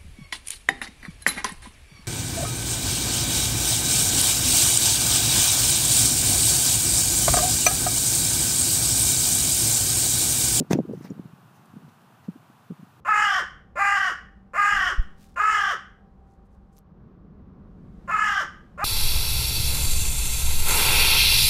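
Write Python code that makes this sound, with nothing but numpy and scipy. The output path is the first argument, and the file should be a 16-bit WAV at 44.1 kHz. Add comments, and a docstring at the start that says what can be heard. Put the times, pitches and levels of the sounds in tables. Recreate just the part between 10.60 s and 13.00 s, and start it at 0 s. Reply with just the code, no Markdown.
"""Far traffic hum and clusters of dull low thumps, feet and turf on a grass field, run throughout.
A boot swishes through the grass and slaps a football off its holder; the ball booms briefly.
Faint clinks of the tipping holder and dry ticks are scattered after the kick, with fainter swishes.
Thumps are swelling and dying sines; ball and holder are damped modes; the rest is shaped noise.
The phone that hears it all passes neither deep bass nor the extreme treble."""
import sys
import numpy as np
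from scipy import signal
from scipy.fft import rfft, irfft, next_fast_len
from scipy.io import wavfile
from scipy.ndimage import uniform_filter1d, map_coordinates

SR = 44100
rng = np.random.default_rng(int(sys.argv[2]) if len(sys.argv) > 2 else 0)


def bounce(signal):
    """Save signal as a 16-bit WAV file at the path given by the first command-line argument."""
    frames = np.transpose(np.atleast_2d(signal))
    limited = np.clip(frames, -1, 1)
    pcm = np.round(limited * 32767).astype(np.int16)
    wavfile.write(sys.argv[1], SR, pcm)


N = 105928  # length in samples


def amp(db):
    """dB to gain."""
    return 10 ** (np.asarray(db) / 20)


def decay(t, t60):
    """Gain that falls 60 dB in t60 seconds."""
    return amp(-60 * t / t60)


def unit(x):
    """Scale to rms 1."""
    return x / np.sqrt(np.mean(x ** 2) + 1e-20)


def filtered(x, response):
    """x times a complex response of frequency."""
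    m = next_fast_len(N + SR // 2)
    spectrum = rfft(x, m) * response(np.fft.rfftfreq(m, 1 / SR))
    return irfft(spectrum, m)[..., :N]


def coloured(x, points):
    """x shaped by (Hz, dB) points on a log frequency axis, rms 1."""
    f, db = np.transpose(points)
    return unit(filtered(x, lambda hz: amp(np.interp(np.log(hz + 1), np.log(f + 1), db))))


def add(out, s, sound):
    """Mix a sound in from time s, trimmed to fit."""
    i = int(round(s * SR))
    sound = sound[max(-i, 0):]
    part = out[max(i, 0):][:len(sound)]
    part += sound[:len(part)]


def ring(modes, t):
    """Damped modes struck at once."""
    return sum(amp(db) * decay(t, t60) * np.sin(2 * np.pi * hz * t) for hz, db, t60 in modes)


TRAFFIC_DB, TRAFFIC_WOBBLE_DB = -58.5, 0.14  # rms level, drift
# Far traffic, spectrum of the noise: f/Hz, relative level/dB (per Hz)
TRAFFIC_SPECTRUM = [(25, -52), (60, -17), (120, -1), (200, -2.5), (300, -12.5), (450, -10.5), (600, -5),
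                    (740, -0.5), (1170, -1), (1500, -4.5), (2070, -15), (2700, -13), (3500, -17),
                    (5000, -22), (7500, -24), (13600, -24), (15200, -24.5), (15600, -29)]


def traffic():
    """Far road hum and air hiss: coloured noise whose level drifts a little."""
    drift = map_coordinates(rng.standard_normal(20), [np.arange(N) * 5 / SR])  # 5 points a second
    return amp(TRAFFIC_DB + TRAFFIC_WOBBLE_DB * drift) * coloured(rng.standard_normal(N), TRAFFIC_SPECTRUM)


ROUND_CYCLES = 0.047  # rounding of the crest
SAG, LEAD_SAG, SAG_S = 0.31, 0.33, 0.0059  # share of pitch lost after and before the crest, time constant


def thump(s, db, hz, t60, rise, knock_db):
    """A soft push: swells for some cycles, crests at its highest pitch, then dies; the knock is its octave."""
    t = np.arange(-SR // 40, SR // 8) / SR  # 0 at the crest
    before, after = np.maximum(-t, 0), np.maximum(t, 0)

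    def lag(u):
        return u - SAG_S * (1 - np.exp(-u / SAG_S))

    turns = hz * (t - SAG * lag(after) + LEAD_SAG * lag(before))
    rounded = np.hypot(after, ROUND_CYCLES / hz) - ROUND_CYCLES / hz
    swell = np.exp(-(before * hz / rise) ** 2)
    shape = swell * decay(rounded, t60)
    knock = amp(knock_db) * shape * np.sin(4 * np.pi * turns)  # shaped twice, so it dies sooner
    return s + t[0], amp(db) * shape * (np.cos(2 * np.pi * turns) + knock)


PATTER_RATE, PATTER_COUNT = 110, 264  # thumps a second, thumps in all
PATTER_HZ, PATTER_SPREAD = 185.7, 0.36  # middle pitch, spread either way in natural-log units
PATTER_SCATTER_DB, PATTER_KNOCK_DB = 1.5, -7.5
PATTER_T60, PATTER_SWELL = 0.066, 1.02  # s, cycles
# Small thumps between the clear ones: t/s, rms level/dB
PATTER_LEVEL = [(0, -39.5), (0.029, -40), (.045, -52.5), (.095, -47.5), (.15, -34), (.225, -40.5),
                (.27, -48), (.33, -38), (.42, -49), (.5, -45), (.545, -51), (.6, -50.5), (.625, -49.5),
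                (.69, -54.5), (.8, -57.5), (1.2, -54), (1.35, -59), (1.76, -56.5), (2.05, -61.5),
                (2.4, -54.5)]


def patter():
    """A random patter of small thumps, one at a random moment of each equal time slot."""
    small = np.zeros(N)
    for k, (u, size, pitch, sign) in enumerate(rng.random((PATTER_COUNT, 4))):
        db = -PATTER_SCATTER_DB * np.log(size + 0.0015)
        hz = PATTER_HZ * np.exp(2 * PATTER_SPREAD * (pitch - .5))
        s, sound = thump((k + u) / PATTER_RATE, db, hz, PATTER_T60, PATTER_SWELL, PATTER_KNOCK_DB)
        add(small, s, sound * np.sign(sign - .5))
    s, db = np.transpose(PATTER_LEVEL)
    return unit(small) * amp(np.interp(np.arange(N) / SR, s, db))


# Feet and turf: crest t/s, level/dB, crest f/Hz, t60/s, swell/cycles, knock level/dB (re the thump)
THUMP_EVENTS = [(0.0058, -23, 213, 0.04, 0.88, -0.5), (0.011, -17.5, 286, 0.036, 0.87, -11),
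                (0.018, -23.5, 226, 0.03, .6, -8), (0.023, -24.5, 333.6, 0.037, 0.46, -11.5),
                (.031, -30, 190, .025, 0.72, -11), (0.048, -39, 256, 0.02, 0.76, -7),
                (0.106, -21, 220, 0.041, 0.39, -11), (.1098, -15.5, 420, 0.014, .5, -9),
                (0.1121, -10.5, 242, 0.037, 0.33, -8), (.149, -19.5, 300, 0.01, 0.68, -7.5),
                (.154, -16, 262, 0.012, 0.47, -16), (0.1576, -14, 347, 0.033, 0.89, -18),
                (0.1719, -27, 252, 0.026, 1.1, -2.5), (.1843, -24.5, 230, 0.012, 0.69, -10),
                (0.1893, -11.5, 309, 0.032, 0.48, -5.5), (0.197, -19.5, 250, 0.025, 0.62, -12),
                (0.2024, -17.5, 245, 0.034, 0.52, -4.5), (0.2138, -27.0, 189, 0.082, 3.6, -13),
                (0.2305, -33, 170, 0.052, 1.2, -21), (0.2545, -29.5, 346, 0.02, 1.4, -30),
                (0.2832, -31.5, 210, 0.085, 1.35, -21), (0.291, -32, 408, 0.011, 0.83, -29),
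                (0.297, -24.5, 268, 0.056, 0.85, -7.5), (0.312, -23, 303, 0.013, 0.6, -15),
                (0.321, -32.0, 230.0, 0.038, 1.1, -9), (0.337, -24, 468, 0.021, 1.5, -25),
                (0.3496, -33, 218, 0.067, 1.7, -2.5), (0.377, -31, 177, 0.095, 0.9, -11),
                (0.4107, -30, 285, 0.012, 0.5, -20), (0.449, -30.0, 230, 0.03, 0.74, -10.5),
                (.5, -33, 220, 0.022, .6, -14), (0.5076, -21.5, 244, 0.02, 0.69, -15),
                (0.5136, -31, 232, .015, 0.51, -19), (0.5181, -26.5, 240, 0.024, 0.43, -14),
                (0.525, -30.5, 171, 0.017, 0.99, -8), (0.5663, -39.5, 234, 0.034, 0.8, -21),
                (0.5797, -34.5, 227, 0.025, 1, -12), (.5946, -38.5, 474, .01, 0.67, -20),
                (0.5972, -23.5, 226, 0.037, 0.45, -17), (0.6481, -39, 165, 0.018, 1.2, -6.5),
                (0.6572, -30, 172, 0.043, 0.44, -13), (0.7365, -36.5, 177, 0.026, 0.65, -19),
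                (0.859, -46, 160.0, 0.096, 1.1, -12), (1.14, -37.5, 243, 0.028, 0.95, -19),
                (1.1604, -38, 210, 0.02, 0.57, -17), (1.1652, -38.5, 270, .015, 0.55, -19),
                (1.169, -32, 213, 0.06, .45, -16), (1.226, -45, 232, 0.065, 1.5, -16),
                (1.2363, -43, 232, .03, 0.52, -14), (1.2486, -39.5, 187, 0.1, 0.5, -21),
                (1.282, -43, 208, 0.036, 0.66, -12), (1.6848, -38, 497, 0.018, .8, -20),
                (1.689, -20.5, 223.5, 0.053, 0.95, -26), (1.7618, -37.0, 294, 0.034, 1.3, -19),
                (1.829, -51, 182, 0.03, 1.2, -18), (1.9013, -41, 226, 0.024, 0.46, -21),
                (2.1093, -26, 223.6, 0.045, 1.43, -11.5), (2.121, -29.5, 203, 0.056, 0.5, -10.5),
                (2.197, -40, 203, 0.095, 0.75, -14), (2.2344, -34, 227, 0.02, 1.5, -32)]


def thumps():
    """The clear dull thumps of feet and turf, each a swelling and dying sine."""
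    out = np.zeros(N)
    for row in THUMP_EVENTS:
        add(out, *thump(*row))
    return out


BLADES, BLADE_DB, PATCHY_DB = 4000, 2.5, 3.5  # crackles a second, size scatter, uneven patches
TREBLE_HZ, BODY_SPEED, TREBLE_SPEED = 6760, 0.73, 1.5  # split; decay speeds, the treble dies sooner
# Grass noise spectrum: f/Hz, relative level/dB (per Hz)
GRASS_SPECTRUM = [(400, -20), (700, 2.5), (1200, -8), (2000, -4.5), (3100, -17), (4400, -13), (6000, -9),
                  (7800, -18), (10000, -16.5), (12300, -24), (14000, -16), (15500, -19.5)]
# Boot brushing grass: start t/s, rise/s, hold/s, t60/s (at decay speed 1), level/dB, extra treble level/dB
GRASS_SWISHES = [(0.094, 0.02, 0.021, 0.054, -34.5, -0.5), (0.1063, 0.0023, 0.0025, .03, -39, -11),
                 (0.318, 0.0098, 0.1, 0.41, -66, 4), (.412, 0.0097, 0.053, 0.14, -61, -3),
                 (.436, 0.012, .004, 0.075, -54, -6), (0.921, 0.025, 0.029, 0.22, -69.5, 5.5),
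                 (1.28, 0.009, 0.0087, 0.045, -64, -10), (1.63, 0.014, 0.0098, .06, -61, -20)]


def grass():
    """Dense, patchy crackles of blades under each brush of the boot."""
    t = np.arange(N) / SR
    hit = rng.random(N) < BLADES / SR
    crackle = rng.standard_normal(N) * (1 + hit * amp(BLADE_DB * 2 * rng.random(N)))
    z = signal.stft(crackle, nperseg=128)[2]
    patches = uniform_filter1d(rng.standard_normal(z.shape), size=4, axis=0)
    patches = unit(uniform_filter1d(patches, size=4, axis=1))
    patchy = signal.istft(z * amp(PATCHY_DB * patches), nperseg=128)[1][:N]
    grains = coloured(patchy, GRASS_SPECTRUM)
    body = filtered(grains, lambda hz: 1 / (1 + (hz / TREBLE_HZ) ** 4))
    treble = grains - body

    def level(speed, bright):
        total = np.zeros(N)
        for s, rise, hold, t60, db, treble_db in GRASS_SWISHES:
            dying = decay(speed * np.maximum(t - s - rise - hold, 0), t60)
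            total += amp(db + bright * treble_db) * dying * np.clip((t - s) / rise, 0, 1) ** 2
        return total

    return level(BODY_SPEED, False) * body + level(TREBLE_SPEED, True) * treble


KICK_S, KICK_DB = .1315, -11.5  # start, level of the whole kick; the dB below are relative to it
CONTACT_S, DENT_S = 0.00013, .0007  # time constant of the boot's contact, length of the dent
SLAP_DB, SLAP_T60, SLAP_HZ = -6.5, 0.0047, 7960  # the last is the low-pass corner
BOOM_HZ, BOOM_START_HZ, BOOM_FALL_S, BOOM_T60 = 149, 614, 0.00083, 0.0915  # pitch falls to BOOM_HZ
SCATTER_DB, SCATTER_T60, SCATTER_HZ = -22, 0.17, 2500  # dull afterscatter, with its low-pass corner
# Modes of the ball's shell: f/Hz, level/dB (re the kick), t60/s
BALL_MODES = [(640, -26, 0.041), (926, -24.5, 0.1), (1545, -10.5, 0.017), (2560, -5.5, 0.0083),
              (3525, -3, 0.0054), (4400, -16, .008), (5370, -5.5, 0.0077), (6150, -2, 0.007),
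              (10200, -5.5, .004)]


def kick():
    """The boot slaps and dents the leather; the ball's air booms, its shell rings, the ground scatters the slap."""
    out, scatter, t = np.zeros(N), np.zeros(N), np.arange(SR // 4) / SR
    slap = amp(SLAP_DB) * decay(t, SLAP_T60) * rng.standard_normal(len(t))
    contact = 1 - np.exp(-t / CONTACT_S)
    dent = (t < DENT_S) * np.sin(np.pi * t / DENT_S)
    add(out, KICK_S, amp(KICK_DB) * ((slap - ring(BALL_MODES, t)) * contact - dent))

    extra_turns = (BOOM_START_HZ - BOOM_HZ) * BOOM_FALL_S * (1 - np.exp(-t / BOOM_FALL_S))
    boom = decay(t, BOOM_T60) * np.sin(2 * np.pi * (BOOM_HZ * t + extra_turns))
    add(out, KICK_S + DENT_S, amp(KICK_DB) * boom)

    tail = decay(t, SCATTER_T60) * rng.standard_normal(len(t))
    add(scatter, KICK_S, amp(KICK_DB + SCATTER_DB) * tail)

    def dull(top_hz):
        return lambda hz: (top_hz / (top_hz + 1j * hz)) ** 2

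    return filtered(out, dull(SLAP_HZ)) + filtered(scatter, dull(SCATTER_HZ))


CLINK_RISE_S, CLINK_RATTLE, RATTLE_S = 0.0025, .6, 0.0006  # rise time constant; rattle depth and grain
# Modes of the holder: f/Hz, relative level/dB, t60/s
HOLDER_MODES = [(4760, -14, .025), (5640, 5, 0.037), (6300, -5, .02), (6950, 6.5, 0.035), (7600, -6, .018)]
# Clinks of the holder: t/s, nominal peak level/dB
HOLDER_CLINKS = [(0.173, -50), (0.5007, -45.5)]


def clinks():
    """The tipping holder rings in damped modes, roughened by a random rattle."""
    out, t = np.zeros(N), np.arange(SR // 10) / SR
    for s, db in HOLDER_CLINKS:
        rattle = 1 + CLINK_RATTLE * map_coordinates(rng.standard_normal(200), [t / RATTLE_S])
        rise = 1 - np.exp(-t / CLINK_RISE_S)
        add(out, s, amp(db - 10.0) * rattle * rise * ring(HOLDER_MODES, t))  # 10 dB for the modes' sum
    return out


TICK_HZ, TICK_TOP_HZ, TICK_T60 = 6000, 12000, 0.0071  # band corners, decay in s
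# Faint dry ticks: t/s, level/dB (before the band filter)
TICK_EVENTS = [(.337, -49), (1.057, -46.5), (1.061, -50), (1.293, -60), (1.418, -49), (1.642, -66)]


def ticks():
    """Very short bursts of noise, kept to a high band."""
    out, t = np.zeros(N), np.arange(SR // 10) / SR
    for s, db in TICK_EVENTS:
        add(out, s, amp(db) * decay(t, TICK_T60) * rng.standard_normal(len(t)))
    return filtered(out, lambda hz: (1j * hz / (TICK_HZ + 1j * hz)) ** 2 / (1 + (hz / TICK_TOP_HZ) ** 6))


def scene():
    """All sources, one channel."""
    return (traffic() + patter() + thumps() + grass() + kick() + clinks() + ticks())[None]


LOW_CUT_HZ, TOP_HZ = 80.4, 15340


def record(dry):
    """The phone cuts the deep bass and all above its band limit."""
    return filtered(dry, lambda hz: (hz < TOP_HZ) / np.sqrt(1 + (LOW_CUT_HZ / (hz + 1)) ** 6))


dry = scene()
out = record(dry)
bounce(out)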